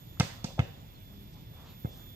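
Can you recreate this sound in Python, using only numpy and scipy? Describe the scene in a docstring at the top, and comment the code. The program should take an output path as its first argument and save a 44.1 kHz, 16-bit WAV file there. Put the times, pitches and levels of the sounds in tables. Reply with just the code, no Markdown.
"""An insect shrills from the right (stroke-pulsed sines) over soft outdoor rumble and leaf hiss (banded noise).
A volleyball is spiked, bounces on packed earth and is set again; ball and foot blows fall at 0.20, 0.44, 0.59
and 1.85 s: pumped air, ringing modes and noise slaps, scattered back by trees (decaying noise).
Feet land and shuffle throughout (filtered clicks). A far bird chirps at 0.94 s (an arched sine);
a faint hum (three harmonics) swells from 1.05 to 1.33 s."""
import sys
import numpy as np
from scipy import signal
from scipy.io import wavfile

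SR = 44100
rng = np.random.default_rng(int(sys.argv[2]) if len(sys.argv) > 2 else 0)


def log_audio(samples):
    """Write samples as a 16-bit WAV file to the path given in sys.argv[1]."""
    # one column per channel
    frames = np.atleast_2d(samples).T
    # limit to full scale, then quantise
    limited = np.clip(frames, -1, 1)
    pcm = np.round(limited * 32767).astype(np.int16)
    wavfile.write(sys.argv[1], SR, pcm)


def ratio_of_db(decibels):
    """Turn decibels (scalar or array-like) into linear amplitude factors; 0 dB maps to 1."""
    return 10 ** (np.asarray(decibels, float) / 20)


N = 94815
FAR_LEFT_LAG_S = .0004   # insect and air


def rms_one(x):
    """Scales to rms 1."""
    return x / np.sqrt(np.mean(x ** 2) + 1e-20)


def at_hz(points, hz, axis=1):
    """Reads a table column on a log frequency axis."""
    points = np.array(points)
    return np.interp(np.log(hz), np.log(points[:, 0]), points[:, axis])


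def drift(rate_hz):
    """Slow chance of rms 1: two-pole lowpassed noise, made at SR / 40."""
    r = np.exp(-80 * np.pi * rate_hz / SR)
    white = rng.standard_normal(N // 40 + 2002)
    slow = signal.lfilter([1], [1, -2 * r, r * r], white)[2000:]
    return np.interp(np.arange(N) / 40, np.arange(len(slow)), rms_one(slow))


def cut(x, hz, kind, order=2):
    """Butterworth filter."""
    return signal.sosfilt(signal.butter(order, hz, kind, fs=SR, output="sos"), x)


def around(x, hz, ratio, order=2):
    """Bandpass from hz / ratio to hz * ratio."""
    return cut(x, [hz / ratio, hz * ratio], "band", order)


def ring(x, hz, t60_s):
    """Two-pole resonator: a unit click sets a decaying sine ringing."""
    r, w = ratio_of_db(-60 / (t60_s * SR)), 2 * np.pi * hz / SR
    return signal.lfilter([0, np.sin(w)], [1, -2 * r * np.cos(w), r * r], x + 1e-18)


def swell(start_s, length_s):
    """A smooth sine-squared rise and fall."""
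    return np.sin(np.pi * np.clip((np.arange(N) / SR - start_s) / length_s, 0, 1)) ** 2


def pair(left, right, left_lag_s):
    """The left side hears later."""
    return np.array([np.roll(left, int(left_lag_s * SR + .5)), right])


def bands(size):
    """Half-octave bands of two-channel noise; neighbouring bands use unrelated noises."""
    edges_hz = 22 * 2 ** np.arange(0, 9.6, .5)
    white = rng.standard_normal((2, 2, size))
    for k, (low, high) in enumerate(zip(edges_hz, edges_hz[1:])):
        yield np.sqrt(low * high), cut(white[k % 2], [low, high], "band")


TOUCH_RISE_S = 0.00028
REBOUND_SHARE, REBOUND_DB = 0.547, -11.5   # swing-back period per contact, its level
REBOUND_END = 1.75   # end of the pump/cycles
RING_REACH = 2.79    # lowpass of the ring's clicks, as a multiple of the sharpness
MODE_SPREAD_DB = 1.5
# ball and foot blows: t/s, contact/s, thump level/dB, lean/-1..1 towards lift-off, touch ring level/dB,
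# lift-off ring level/dB, sharpness f/Hz, left lag/s, scattered ring level/dB
BLOWS = [(0.1993, .0080, -14, 0.37, -30.5, -22.5, 900, 0.000044, 20.5),
         (0.4438, 0.00633, -24, -0.26, -35.5, -37, 680, 0.00021, -8),
         (0.592, .0094, -14, 0.072, -27.5, -33.5, 1300, 0.00017, 18.5),
         (1.8473, 0.0091, -22.5, -0.76, -42, -38.5, 580, 0.00039, -10)]
# shell and air modes of the ball: f/Hz, level/dB re the clicks, t60/s
BALL_MODES = [(509.5, -11, 0.13), (777, 3, 0.017), (900, -5.5, 0.033), (1300, 2.5, 0.017), (1610, 0, 0.011),
              (1886, -23, 0.069), (2107, -4.5, 0.059), (2560, -2, 0.034), (3246, 1, 0.018)]


def blows():
    """Squeezed ball pumps air for one contact and swings back; touch and lift-off clicks ring its modes.
    Also returns the pushes with bare clicks, for the trees to scatter."""
    out, bare = np.zeros((2, N)), np.zeros((2, N))
    t = np.arange(SR // 4) / SR
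    for start_s, contact_s, thump_db, lean, touch_db, lift_db, sharp_hz, left_lag_s, scatter_db in BLOWS:
        held = t < contact_s
        phase = np.where(held, t / contact_s, 1 + (t / contact_s - 1) / REBOUND_SHARE)   # cycles
        squeeze = 1 + lean * (2 * phase - 1)
        rebound = (1 + lean) * ratio_of_db(REBOUND_DB * np.clip(4 * (phase - 1), 0, 1))
        push = -np.cos(2 * np.pi * phase) * np.where(held, squeeze, rebound)
        push = push * (1 - np.exp(-t / TOUCH_RISE_S)) * (phase < REBOUND_END)
        pump = ratio_of_db(thump_db) * cut(push, sharp_hz, "low")

        clicks = np.zeros(len(t))
        clicks[0] = -ratio_of_db(touch_db)
        clicks[int(contact_s * SR)] = ratio_of_db(lift_db)
        clicks = cut(clicks, RING_REACH * sharp_hz, "low", order=4)
        shell = np.zeros(len(t))
        for hz, db, t60_s in BALL_MODES:
            shell += ratio_of_db(db + MODE_SPREAD_DB * rng.standard_normal()) * ring(clicks, hz, t60_s)

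        i = int(start_s * SR)
        out[:, i:i + len(t)] += pair(pump + shell, pump + shell, left_lag_s)
        bare[:, i:i + len(t)] += pump + ratio_of_db(scatter_db) * cut(clicks, BALL_MODES[0][0], "high")
    return out, bare


SLAP_T60_S, SLAP_RISE_S = 0.019, 0.00075
SLAP_CLICK_DB, SCATTER_SLAP_DB = 9.5, 9
# skin slaps: t/s, level/dB, centre f/Hz, band edge/ratio, left lag/s
SLAPS = [(0.1987, -6.5, 4150, 1.36, .0001), (0.1981, -24.5, 8000, 1.33, .0001),
         (0.443, -15, 4540, 1.29, .0001), (0.593, -19, 2700, 1.19, .0003),
         (0.5937, -29.5, 5000, 1.39, .0003)]


def slaps():
    """Skin slap: one click at first touch, then a decaying noise burst, bandpassed.
    Also returns bandpassed clicks for the trees to scatter."""
    out, bare = np.zeros((2, N)), np.zeros((2, N))
    t = np.arange(SR // 4) / SR
    click = t == 0
    for start_s, db, hz, ratio, left_lag_s in SLAPS:
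        burst = rng.standard_normal(len(t)) * (1 - np.exp(-t / SLAP_RISE_S)) * ratio_of_db(-60 * t / SLAP_T60_S)
        slap = ratio_of_db(db) * around(burst - ratio_of_db(SLAP_CLICK_DB) * click, hz, ratio)
        i = int(start_s * SR)
        out[:, i:i + len(t)] += pair(slap, slap, left_lag_s)
        bare[:, i:i + len(t)] += around(ratio_of_db(db + SCATTER_SLAP_DB) * click, hz, ratio, order=1)
    return out, bare


SCATTER_DB, SCATTER_RISE_S = -16, 0.0013
ECHO_CUT_HZ = 1170
# scatter from the trees: f/Hz, level/dB re SCATTER_DB, t60/s
TREES = [(101, -41.5, 0.43), (278, -27.5, 0.17), (800, -14.5, 0.83), (2160, -10, 0.48), (5000, -15.5, 0.58),
         (8000, -9.5, 0.37), (13000, -40, 0.9)]
# slow echoes of the ground and the bank: delay/s, level/dB
ECHOES = [(.026, -16), (0.045, -20)]


def trees(bare):
    """Scattered sound dying band by band, plus dull single echoes of the ground and the bank."""
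    t = np.arange(int(.8 * SR)) / SR
    scatter = np.zeros((2, len(t)))
    for hz, noise in bands(len(t)):
        scatter += noise * ratio_of_db(at_hz(TREES, hz) - 60 * t / at_hz(TREES, hz, axis=2))
    scatter *= ratio_of_db(SCATTER_DB) * np.clip(t / SCATTER_RISE_S, 0, 1)
    out = signal.fftconvolve(bare, scatter, axes=1)[:, :N]
    dull = cut(bare, ECHO_CUT_HZ, "low")
    for delay_s, db in ECHOES:
        out += ratio_of_db(db) * np.roll(dull, int(delay_s * SR), axis=1)
    return out


GRIT_PER_S, GRIT_SPREAD_DB = 14000, .8
# feet scuffing the earth: t/s, length/s, level/dB, centre f/Hz, band edge/ratio
SCUFFS = [(0.168, 0.013, -60, 1200, 1.4), (0.419, 0.087, -55, 2600, 1.1), (0.448, 0.1, -51.5, 590, 1.4),
          (0.573, 0.042, -38, 620, 1.34), (1.108, 0.046, -61, 607, 1.57), (1.316, 0.042, -62.5, 4930, 1.4),
          (1.332, .1, -64.5, 800, 1.4), (1.463, 0.36, -59, 800, 1.74), (1.606, 0.17, -57.5, 3240, 1.39),
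          (1.82, 0.25, -59.5, 3930, 1.56), (1.842, 0.3, -62.5, 900, 2.54)]


def scuffs():
    """Grit under the soles: dense uneven clicks through a broad resonance."""
    grit = rng.standard_normal((2, N)) * ratio_of_db(GRIT_SPREAD_DB * rng.exponential(1, N))
    grit = grit * (rng.random(N) < GRIT_PER_S / SR)
    grit = grit[0] + .5 * grit   # partly shared by both sides
    out = np.zeros((2, N))
    for start_s, length_s, db, hz, ratio in SCUFFS:
        out += ratio_of_db(db) * swell(start_s, length_s) * rms_one(around(grit, hz, ratio))
    return out


STROKE_DIVISOR = 77   # top-line cycles per stroke
STROKE_SHARPNESS, STROKE_BEND_RAD = .7, 0.56
INSECT_ROUGH, INSECT_WANDER_RAD = .4, .4
INSECT_FLICKER_DB, UNDER_FLICKER_DB = 1.2, 2.5
# pitch of the shrill top line: t/s, f/Hz
INSECT_PITCH = [(0, 13890), (.2, 13860), (.5, 13810), (.8, 13770), (.9, 13800), (1.2, 13865), (1.45, 13915),
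                (1.7, 13875), (1.9, 13827), (2.15, 13802)]
# top line: t/s, level/dB
INSECT_LEVEL = [(0, -54), (.17, -59), (.25, -56), (.57, -61), (.85, -59), (1.25, -55), (1.3, -59.5),
                (1.6, -59), (1.68, -59), (1.72, -53.5), (1.89, -52), (1.92, -60), (1.97, -51.5),
                (2.15, -54)]
# lower tones: pitch as shares of the top line
UNDER_SHARES = (.25, .5)
# lower tones: t/s, quarter-pitch level/dB, half-pitch level/dB
UNDERTONES = [(0, -68, -74.5), (.2, -61.5, -71), (.5, -60.5, -73), (.9, -67, -77.5), (1.2, -65.5, -79),
              (1.5, -66, -82), (1.748, -62.5, -72), (2.15, -57, -74.5)]


def insect_roughness():
    """Two-channel lowpassed noise around 1."""
    return 1 + INSECT_ROUGH * rms_one(cut(rng.standard_normal((2, N)), 300, "low"))


def insect():
    """Shrill tone and lower tones, pulsed by quick regular strokes that also bend the top line's phase."""
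    t = np.arange(N) / SR
    turn = 2 * np.pi * np.cumsum(np.interp(t, *np.transpose(INSECT_PITCH))) / SR
    stroke_turn = turn / STROKE_DIVISOR
    strokes = rms_one(np.exp(STROKE_SHARPNESS * np.cos(stroke_turn)))

    level = ratio_of_db(np.interp(t, *np.transpose(INSECT_LEVEL)) + INSECT_FLICKER_DB * drift(8.7))
    phase = turn + STROKE_BEND_RAD * np.sin(stroke_turn) + INSECT_WANDER_RAD * drift(25)
    out = level * strokes * insect_roughness() * np.sin(phase)

    under_s, *under_levels = np.transpose(UNDERTONES)
    for share, db in zip(UNDER_SHARES, under_levels):
        level = ratio_of_db(np.interp(t, under_s, db) + UNDER_FLICKER_DB * drift(16))
        pulse = (1 + 0.59 * strokes) * (1 + insect_roughness()) / 2
        out += level * pulse * np.sin(share * turn + INSECT_WANDER_RAD * drift(40))
    return pair(*out, FAR_LEFT_LAG_S)


# far bird: t/s, length/s, base f/Hz, rise f/Hz, level/dB
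CHIRP = (.935, .05, 4050, 250, -61)


def bird():
    """One far chirp: pitch and level follow the same arch."""
    start_s, length_s, hz, rise_hz, db = CHIRP
    arch = swell(start_s, length_s)
    return ratio_of_db(db) * arch * np.sin(2 * np.pi * np.cumsum(hz + rise_hz * arch) / SR)


HUM_START_S, HUM_LENGTH_S, HUM_BASE_HZ = 1.046, 0.28, 99.8
# hum harmonics: f/multiple of base, level/dB
HUM = [(2, -51.5), (3, -65), (4, -63.5)]


def hum():
    """Harmonic sines under one swell."""
    t = np.arange(N) / SR
    tones = sum(ratio_of_db(db) * np.sin(2 * np.pi * k * HUM_BASE_HZ * t) for k, db in HUM)
    return swell(HUM_START_S, HUM_LENGTH_S) * tones


AIR_RMS_DB, AIR_PATCHY_DB = -45.5, 1.0
# rumble and leaf hiss: f/Hz, relative level/dB
AIR = [(22, 5), (40, 11.5), (60, -3), (110, 2.5), (200, -8.5), (400, -18.5), (1000, -25), (1600, -29),
       (3000, -25), (5000, -30.5), (7000, -35.5), (8500, -49.5), (11000, -44.5), (13500, -36)]
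# left-right likeness of the air: f/Hz, likeness/0..1
LIKENESS = [(60, 0.87), (290, 1), (700, 0.23), (1500, 0.88), (4000, 0.067), (12000, 0.11)]


def air():
    """Rumble and leaf hiss: noise bands, each flickering on its own and slightly together."""
    left = right = 0
    together = drift(0.51)
    for hz, (mid, side) in bands(N):
        alike = np.clip(at_hz(LIKENESS, hz), 0, 1)
        gain = ratio_of_db(at_hz(AIR, hz) + AIR_PATCHY_DB * (0.2 * together + drift(8.7)))
        shared, apart = np.sqrt(1 + alike) * mid, np.sqrt(1 - alike) * side
        left = left + gain * (shared + apart)
        right = right + gain * (shared - apart)
    return ratio_of_db(AIR_RMS_DB) * rms_one(pair(left, right, FAR_LEFT_LAG_S))


def scene():
    """Sums all sources; the trees answer blows and slaps."""
    hits, bare_hits = blows()
    skin, bare_skin = slaps()
    near = hits + skin + trees(bare_hits + bare_skin) + scuffs()
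    return near + insect() + bird() + hum() + air()


def band_limit(x):
    """A steep low-pass at the top of the band."""
    return signal.sosfilt(signal.butter(12, 15460, fs=SR, output="sos"), x)


MIC_LOW_HZ, MIC_LOW_Q = 72.2, 0.92
MIC_TOP_HZ = 14270
SHADOW_HZ, SHADOW_DB = 1670, -9


def record(dry):
    """Microphones: resonant highpass with a slight bump, left treble shaded, steep top cutoff."""
    w = 2 * np.pi * MIC_LOW_HZ / SR
    a = np.sin(w) / (2 * MIC_LOW_Q)
    highpass = (1 + np.cos(w)) / 2 * np.array([1, -2, 1])
    left, right = signal.lfilter(highpass, [1 + a, -2 * np.cos(w), 1 - a], dry)
    bass = cut(left, SHADOW_HZ, "low", order=1)
    mix = np.array([bass + ratio_of_db(SHADOW_DB) * (left - bass), right])
    mix = signal.sosfilt(signal.ellip(8, .5, 38, MIC_TOP_HZ, fs=SR, output="sos"), mix)
    return band_limit(mix)


dry = scene()
out = record(dry)
log_audio(out)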